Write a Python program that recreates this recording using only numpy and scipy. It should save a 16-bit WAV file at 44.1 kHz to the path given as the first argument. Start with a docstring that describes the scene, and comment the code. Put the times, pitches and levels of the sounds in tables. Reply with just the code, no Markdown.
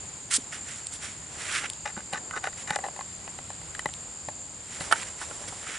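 """Insects chirr steadily around a still pond over a far rumble and a dull murmur, heard by a hand-held camera.
A hand and sleeve slide close by (fine grit), the grip bumps (short low tones), fingers knock and creak on
the plastic shell (clicks and slips ringing its modes) and tackle ticks (tiny bright noise bursts).
One sharp slap falls as the catch is swung in (blows ringing a hollow body, with spray); it drips
in short gliding bubble tones."""
import sys
import numpy as np
from scipy import signal
from scipy.fft import rfft, irfft
from scipy.io import wavfile
from scipy.ndimage import uniform_filter1d

SR = 44100
rng = np.random.default_rng(int(sys.argv[2]) if len(sys.argv) > 2 else 0)


def pcm_store(signal):
    """Save signal as 16-bit PCM."""
    levels = np.round(np.clip(np.atleast_2d(signal), -1, 1) * 32767)
    wavfile.write(sys.argv[1], SR, levels.astype(np.int16).T)


N = 254898

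# Resonances of the plastic shell in three ranges. Each row: pitch in Hz, relative level in dB,
# decay time t60 in s before the player's damping factor, left minus right in dB.
SHELL_LOW = [(599, -4, 0.056, 7), (814, 5, 0.061, 2), (851.6, -1.5, 0.08, 0.5), (1032, 3, 0.027, -5.5)]
SHELL_MID = [(1272, -0.32, 0.011, -6.5), (1507, -1.7, 0.025, -3)]
SHELL_HIGH = [(1780, 0, .03, 3), (1960, 0, .025, 5), (2450, -5, .022, 3), (2850, -7, .02, 0),
              (3850, -9, .015, 3)]
SHELL_GROUPS = (SHELL_LOW, SHELL_MID, SHELL_HIGH)
DETUNE = 0.03  # random spread of mode pitch from hit to hit, as a fraction
OPPOSITE = np.array([[1], [-1]])  # opposite polarity left and right


def undb(db):
    """Decibels to gain."""
    return 10 ** (np.asarray(db) / 20)


def unit(x):
    """Scale to rms 1."""
    return x / np.sqrt(np.mean(x ** 2))


def peak(x, db):
    """Scale to a peak level in dB."""
    return x * undb(db) / np.abs(x).max()


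def on_bins(table):
    """Read a (Hz, value) table at every spectral bin on a log frequency axis."""
    hz, value = np.transpose(table)
    log_bins = np.log(np.fft.rfftfreq(N, 1 / SR) + 1)
    return np.interp(log_bins, np.log(hz), value, left=value[0], right=value[-1])


def colour(x, table):
    """Shape the spectrum of x by a (Hz, dB) table; rms 1."""
    return unit(irfft(rfft(x) * undb(on_bins(table)), N))


def band(x, lo_hz, hi_hz):
    """Causal band-pass."""
    sos = signal.butter(2, [lo_hz, min(hi_hz, 0.45 * SR)], "band", fs=SR, output="sos")
    return signal.sosfilt(sos, x)


def ring(x, hz, t60):
    """One damped mode, driven by x, that falls 60 dB in t60 seconds."""
    pole = np.exp(2j * np.pi * hz / SR - np.log(1000) / (t60 * SR))
    return signal.lfilter([1], [1, -pole], x + 0j).imag


def walk(rate):
    """Random levels held for 1 / rate seconds and smoothed twice over that time."""
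    k = max(int(SR / rate), 1)
    steps = np.repeat(rng.standard_normal(N // k + 1), k)
    return uniform_filter1d(uniform_filter1d(steps, k), k)[:N]


def pan(x, lr_db):
    """Place x between the microphones; lr_db is left minus right."""
    return x * undb(np.array([lr_db / 2 + 0 * x, -lr_db / 2 + 0 * x]))


def add(out, s, x):
    """Mix a short stereo sound in at time s."""
    i = int(s * SR)
    out[:, i:i + x.shape[1]] += x[:, :N - i]


def grit(rate, spread_db):
    """Dense slips of either sign at random moments; the cap keeps any one from standing far out."""
    size_db = spread_db * np.minimum(rng.exponential(size=N), 4)
    happens = rng.random(N) < rate / SR
    return happens * rng.choice([-1, 1], N) * undb(size_db)


def swells(table, levels_db):
    """Gain of each layer over time: every row rises, holds and dies away; powers add."""
    swell_db = 20  # drop one rise before the hold and one fall after it
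    t, power = np.arange(N) / SR, 0
    for (s, rise, hold, fall, *_), db in zip(table, levels_db):
        before = (s - t) / max(rise, 0.002)
        after = (t - s - hold) / max(fall, 0.002)
        away = np.maximum(before, after).clip(0)
        power = power + undb(np.array(db)[:, None]) ** 2 * undb(-swell_db * away) ** 2
    return np.sqrt(power)


def shell(push, modes, damp, detune=0):
    """A body's modes, each panned its own way, that radiate little outside their own range."""
    push = band(push, 0.76 * modes[0][0], 2.43 * modes[-1][0])
    out = 0
    for hz, db, t60, lr_db in modes:
        mode_hz = hz * (1 + detune * rng.standard_normal())
        out = out + undb(db) * pan(ring(push, mode_hz, damp * t60), lr_db)
    return out


def insects():
    """Near singers rattle nearly four wing strokes a phrase into the wing's resonance; far ones blur to a trill."""
    # Each row: wing pitch in Hz, width of its sharper resonance in Hz, relative level in dB,
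    # share sung in clear phrases from 0 to 1, left minus right in dB.
    singers = [(6510, 93, -61.5, 0, 7), (6846, 68, -49.5, 1, -3), (7280, 31, -52, 0.76, 5),
               (7104, 22, -54, 0.9, -4), (7315, 57, -49.5, 0, 2.5), (7210, 280, -46, 0.53, 1),
               (7530, 95, -47, 0.1, -1), (8220, 190, -56, 0.45, 0), (8300, 84, -56, 0, 6),
               (4690, 400, -58.5, 0, 1.5)]
    chorus_db = -42
    phrase_hz, stroke_hz, strokes_sung = 19.8, 90.9, 3.76  # mean phrase and stroke rates
    phrase_place = np.cumsum(phrase_hz * (1 + 0.01447 * walk(1))) % SR / SR
    strokes = phrase_place * stroke_hz / phrase_hz
    phrase = unit(np.sin(np.pi * strokes) ** 2 * (strokes < strokes_sung))
    out = 0
    for hz, width, db, share, lr_db in singers:
        share = np.clip(share, 0, 1)
        gate = (share * phrase + 1 - share) * undb(1.5 * walk(6))
        t60 = np.log(1000) / (np.pi * width)

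        def voice():
            return unit(ring(ring(gate * rng.standard_normal(N), hz, t60), hz, t60 / 3))

        near, far = voice(), voice()
        # echoes from the banks reach the two microphones unlike
        out = out + undb(db) * (pan(near, lr_db) + 0.22 * far * OPPOSITE)
    return unit(out) * undb(chorus_db)


def air():
    """Far rumble and open air: noise alike left and right in the bass, wavering slowly."""
    # Spectrum. Each row: frequency in Hz, relative level in dB per Hz.
    spectrum = [(20, -19), (40, -7.5), (65, 0), (80, 1.5), (95, 2.5), (120, -2), (160, -1.5), (250, -5.5),
                (500, -17.5), (1000, -14), (2000, -13.5), (4000, -16), (6000, -19.5), (9000, -16),
                (11000, -24)]
    # Each row: frequency in Hz, left-right likeness from 0 to 1.
    likeness = [(60, 0.95), (130, 1), (270, 0.75), (570, 0.59), (1200, 0.13), (2500, 0.46), (5400, 0.24),
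                (11000, .8)]
    air_db = -47.5  # before the waver
    alike = np.clip(on_bins(likeness), 0, 1)

    def noise(share):
        return irfft(rfft(rng.standard_normal(N)) * np.sqrt(share) * undb(on_bins(spectrum)), N)

    mid, side = noise(1 + alike), noise(1 - alike)
    both = np.array([mid + side, mid - side])
    return unit(both) * undb(air_db + 1.2 * walk(4))


def murmur():
    """A dull murmur of noise at 300-1100 Hz swells and flickers, mostly unlike left and right."""
    # Breakpoints before the flicker. Each row: time in seconds, level of each side's own noise in dB.
    breakpoints = [(0.0, -53), (1.26, -54), (1.54, -46), (1.75, -52.5), (2.54, -51.5), (2.88, -49),
                   (3.0, -53), (4.7, -54), (4.83, -46), (5.23, -51.5), (5.78, -46.5)]
    s, db = np.transpose(breakpoints)
    left, right = (unit(band(rng.standard_normal(N), 293, 1116)) for _ in range(2))
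    both = np.array([left + 0.27 * right, right + 0.22 * left])
    level_db = np.interp(np.arange(N) / SR, s, db)
    return both * undb(level_db + 2.0 * walk(6.9))


def slides():
    """Fine grit of weave on skin in three colours; the two microphones hear partly different fibres."""
    # Strokes of cloth and skin. Each row: moment of full level in seconds, rise, hold and fall in
    # seconds, level of the low colour in dB, treble against it in dB.
    rubs = [(0.311, 0.0075, 0.035, 0.032, -35.5, 0), (0.339, 0.027, 0.032, 0.0064, -43.5, 17.5),
            (0.372, .01, .005, 0.16, -53, 4), (0.525, .015, 0.026, 0.096, -42.5, -7),
            (0.683, 0.063, 0.022, 0.23, -45.5, -4), (0.76, .03, 0.015, .03, -61, 10),
            (0.929, 0.022, 0.031, 0.029, -53.5, 8), (1.026, 0.034, 0.029, 0.12, -41.5, -4.5),
            (1.413, 0.16, 0.057, 0.087, -45, -3), (1.536, 0.14, 0.048, 0.094, -32, -11),
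            (1.642, 0.026, 0.022, 0.0081, -35, -19), (2.574, .006, 0.052, 0.018, -48, -4),
            (4.729, 0.098, 0.056, 0.11, -48, -3.5), (4.804, 0.0073, 0.035, 0.19, -44, -1),
            (4.975, 0.11, 0.058, .015, -41.5, -6), (5.062, 0.06, 0.028, 0.06, -47.5, -4.5),
            (5.212, 0.048, 0.026, 0.053, -44.5, -3), (5.33, 0.6, .3, 0.36, -55.5, 3.5),
            (5.478, .005, 0.011, 0.017, -44.5, 1.5), (5.695, 0.13, 0.055, .12, -40.5, -12)]
    # The three colours. Each row: frequency in Hz, relative level in dB per Hz.
    low_colour = [(700, -27), (1100, -3), (1350, 4.5), (2000, 6), (3000, 0), (4500, -20)]
    mid_colour = [(2000, -29), (3200, -1), (6000, 1.5), (8500, -9.5)]
    top_colour = [(5000, -23), (7500, 11), (9500, 9), (11500, -13.5)]
    mid_db, mid_share = 1, 0.8  # the middle colour follows the treble part of the way
    levels = [(db, db + mid_db + mid_share * top_db, db + top_db) for *_, db, top_db in rubs]
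    low, mid, top = swells(rubs, levels)

    def rub():
        x = grit(9000, 3.6) * undb(1.1 * walk(60))
        return low * colour(x, low_colour) + mid * colour(x, mid_colour) + top * colour(x, top_colour)

    return pan(rub(), -3.5) + 0.21 * rub() * OPPOSITE


def bumps():
    """The grip jolts softly for a few cycles of a low tone with one overtone."""
    # Each row: start in seconds, peak before panning in dB, pitch in Hz.
    jolts = [(0.382, -31.5, 262), (1.972, -31.5, 204), (2.133, -35, 192), (2.367, -34, 443),
             (2.469, -35, 445), (2.708, -31, 173), (3.859, -31.5, 161), (4.28, -35, 156), (4.807, -32, 164)]
    out, t = np.zeros((2, N)), np.arange(3000) / SR
    for s, db, hz in jolts:
        tone = np.sin(2 * np.pi * hz * t) + 0.45 * np.sin(2 * np.pi * 1.56 * hz * t)
        add(out, s, pan(peak(tone * t * np.exp(-t / 0.0029), db), 0.3))
    return out


def knocks():
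    """A click that chatters briefly and rebounds once rings the shell; the first touch cracks in the treble."""
    # Each row: start in seconds, peaks of the low, middle and upper modes in dB.
    hits = [(0.53, -41, -29, -32), (1.037, -36, -54, -34), (1.639, -29, -32, -27), (1.86, -39, -48, -27.5),
            (1.966, -47, -26.5, -42), (1.976, -33, -42, -41), (2.005, -45, -30, -34),
            (2.134, -22.5, -46, -18.5), (2.31, -38, -22, -23), (2.441, -21, -16.5, -20.5),
            (2.472, -20.5, -17, -25), (2.53, -57, -32.5, -35.5), (2.675, -47, -33, -26),
            (2.706, -17, -13.5, -12.5), (2.761, -15, -17, -15.5), (2.788, -23.5, -26, -24),
            (2.84, -24.5, -32, -27), (2.854, -25.5, -32, -30), (2.848, -26, -42, -34),
            (2.864, -25.5, -33, -29.5), (2.885, -24.5, -35, -29), (2.963, -33, -40, -30),
            (2.973, -33.5, -50, -46), (2.991, -23.5, -31, -28.5), (3.009, -23.5, -29, -26.5),
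            (3.277, -28, -33, -29), (3.388, -29, -31, -26.5), (3.503, -26, -32, -29),
            (3.615, -37, -40, -38), (3.75, -42, -40, -24), (3.793, -32, -20, -19), (3.858, -15, -28, -15.5),
            (3.889, -35, -29.5, -30), (4.19, -44, -50, -52), (4.286, -21, -30, -27),
            (4.809, -26.5, -24, -20.5), (5.027, -46, -23.5, -39), (5.311, -32.5, -26.5, -34),
            (5.44, -36, -50, -33)]
    rebound, rebound_s = 0.29, 0.003005  # second touch: gain against the first, delay
    crack_db = -2  # against the upper modes, before panning
    out, t = np.zeros((2, N)), np.arange(4000) / SR
    for s, *levels in hits:
        chatter = rng.standard_normal(len(t)) * np.exp(-t / 0.0013)
        touch = (t == 0) + 0.22 * chatter
        push = touch + rebound * np.roll(touch, int(rebound_s * SR))
        rings = sum(peak(shell(push, modes, 0.64, DETUNE), db) for db, modes in zip(levels, SHELL_GROUPS))
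        crack = peak(band(chatter, 9900, 23400), levels[2] + crack_db)
        add(out, s, rings + pan(crack, -2.7))
    return out


def ticks():
    """Hard small parts of tackle touch: a very short, dry, bright click of noise."""
    # Each row: start in seconds, treble and middle peaks before panning in dB, left minus right in dB.
    clicks = [(0.8692, -17, -21.5, -4), (0.9377, -24, -40, -7), (1.516, -32, -20, -2),
              (1.5504, -25, -19, -2), (1.7, -16, -15.5, 2), (1.734, -27, -27, 0.5), (2.1292, -25, -37, 4),
              (2.759, -18, -18, 7), (3.795, -29, -38, 7), (3.9386, -28, -23, -1), (4.818, -28, -35, 11)]
    out, t = np.zeros((2, N)), np.arange(600) / SR
    for s, top_db, mid_db, lr_db in clicks:
        push = rng.standard_normal(len(t)) * np.exp(-t / 0.00055)
        body = peak(band(band(push, 2400, 8700), 2900, 9800), mid_db)
        treble = peak(band(push, 7300, 9100), top_db)
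        add(out, s, pan(treble + body, lr_db))
    return out


def creaks():
    """Stick-slip of fingertips: separate slips let the shell modes ring on, with a little bright grit."""
    # Fingers creeping on the shell. Each row: moment of full level in seconds, rise, hold and fall
    # in seconds, levels of the low, middle and upper modes in dB.
    creeps = [(1.857, 0.0055, 0.02, .01, -40, -37.5, -35.5), (1.876, .012, 0.023, 0.032, -47, -47, -43.5),
              (1.974, 0.0098, 0.0057, 0.033, -36, -37, -38.5), (2.129, 0.0077, 0.02, .04, -37.5, -39, -36),
              (2.148, .02, 0.032, .015, -49, -35.5, -36), (2.335, .02, .03, .02, -50, -36.5, -46),
              (2.365, .02, 0.016, 0.014, -38, -32.5, -35.5), (2.439, 0.011, 0.042, 0.013, -41, -39, -36),
              (2.681, 0.0082, 0.029, 0.032, -41.5, -39.5, -34),
              (2.725, 0.022, 0.032, 0.009, -44, -42, -40.5), (2.837, .004, 0.0089, 0.034, -37, -48, -44)]
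    gains = swells(creeps, [row[4:] for row in creeps])
    slips = grit(800, 2.5) * undb(2 * walk(100))
    damping = (0.9, 1.3, 0.45)  # factor on t60 for each range
    rings = sum(gain * unit(shell(slips, modes, damp))
                for gain, modes, damp in zip(gains, SHELL_GROUPS, damping))
    bright = unit(band(slips, 1330, 6400))
    return rings + gains[2] * undb(-7.0) * bright


def slap():
    """Rounded blows of a fraction of a millisecond on a hollow body; each chatters on and throws spray."""
    # The slap, its lead-in and its rattle. Each row: start in seconds, peak in dB, spray peak in dB.
    blows = [(4.9126, -13, -36), (4.9155, -14, -23), (4.9195, -30, -23), (4.924, -19, -11.5),
             (4.9255, 0, -12), (4.9315, -11, -35), (4.939, -18, -40), (4.958, -23, -40)]
    # What it rings. Each row: pitch in Hz before detuning, relative level in dB, t60 in seconds,
    # left minus right in dB.
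    body_modes = [(715, -14, 0.085, 4), (884, 0, 0.095, 1), (1310, 10.5, 0.0084, -5),
                  (1480, 10, 0.019, -15), (1770, 2.5, 0.036, 3), (2280, -4.5, 0.031, 19),
                  (2950, -3, 0.032, 2), (4300, -33, .012, -3)]
    out, t = np.zeros((2, N)), np.arange(8000) / SR
    blow = np.sin(np.pi * np.clip(t / 0.00017, 0, 1)) ** 2
    for s, db, spray_db in blows:
        push = blow + 0.2 * rng.standard_normal(len(t)) * np.exp(-t / 0.004)
        fade = np.exp(-t / 0.0028) + 0.08 * np.exp(-t / 0.0092)
        hiss = rng.standard_normal((2, len(t))) * fade
        spray = band(hiss, 2200, 4900) + 1.8 * band(hiss, 8450, 10080)
        add(out, s, peak(shell(push, body_modes, 1.0, DETUNE), db))
        # each side also takes the other's spray; it starts just ahead of the blow
        add(out, s - 0.0008, peak(spray + 2.4 * spray[::-1], spray_db))
    return out


def drips():
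    """Each drop off the catch is a short gliding bubble tone, roughened by random noise."""
    # Each row: start in seconds, first and last pitch in Hz, length in seconds, peak before panning in dB.
    drops = [(5.213, 975, 1037, 0.054, -32), (5.215, 1480, 1510, 0.025, -26),
             (5.405, 593, 620, 0.039, -35.5), (5.48, 400, 330, 0.015, -36),
             (5.524, 1084, 596, 0.016, -32.5), (5.526, 620, 480, .03, -36),
             (5.668, 1310, 1380, 0.0095, -31), (5.689, 497, 487, 0.057, -37.5)]
    out = np.zeros((2, N))
    for s, first_hz, last_hz, length, db in drops:
        u = np.linspace(0, 1, int(length * SR))
        glide_hz = first_hz * (last_hz / first_hz) ** u
        tone = np.sin(2 * np.pi * np.cumsum(glide_hz) / SR)
        rough = 0.4 + uniform_filter1d(rng.standard_normal(len(u)), 90) * np.sqrt(90)
        swell = np.sin(np.pi * u ** 0.29)  # quick rise, long fall
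        add(out, s, pan(peak(tone * rough * swell, db), -2.2))
    return out


def scene():
    """Everything around the microphones."""
    surroundings = insects() + air() + murmur()
    handling = slides() + bumps() + knocks() + ticks() + creaks()
    return surroundings + handling + slap() + drips()


def record(dry):
    """The camera's converter tops out just under full scale, and the top is cut steeply."""
    top_hz = 11000  # both filter corners sit a little above this
    held = np.clip(dry, -0.95, 0.95)
    gentle = signal.butter(8, 1.07 * top_hz, fs=SR, output="sos")
    steep = signal.cheby2(16, 42, 1.03 * top_hz, fs=SR, output="sos")
    return signal.sosfilt(steep, signal.sosfilt(gentle, held))


dry = scene()
out = record(dry)
pcm_store(out)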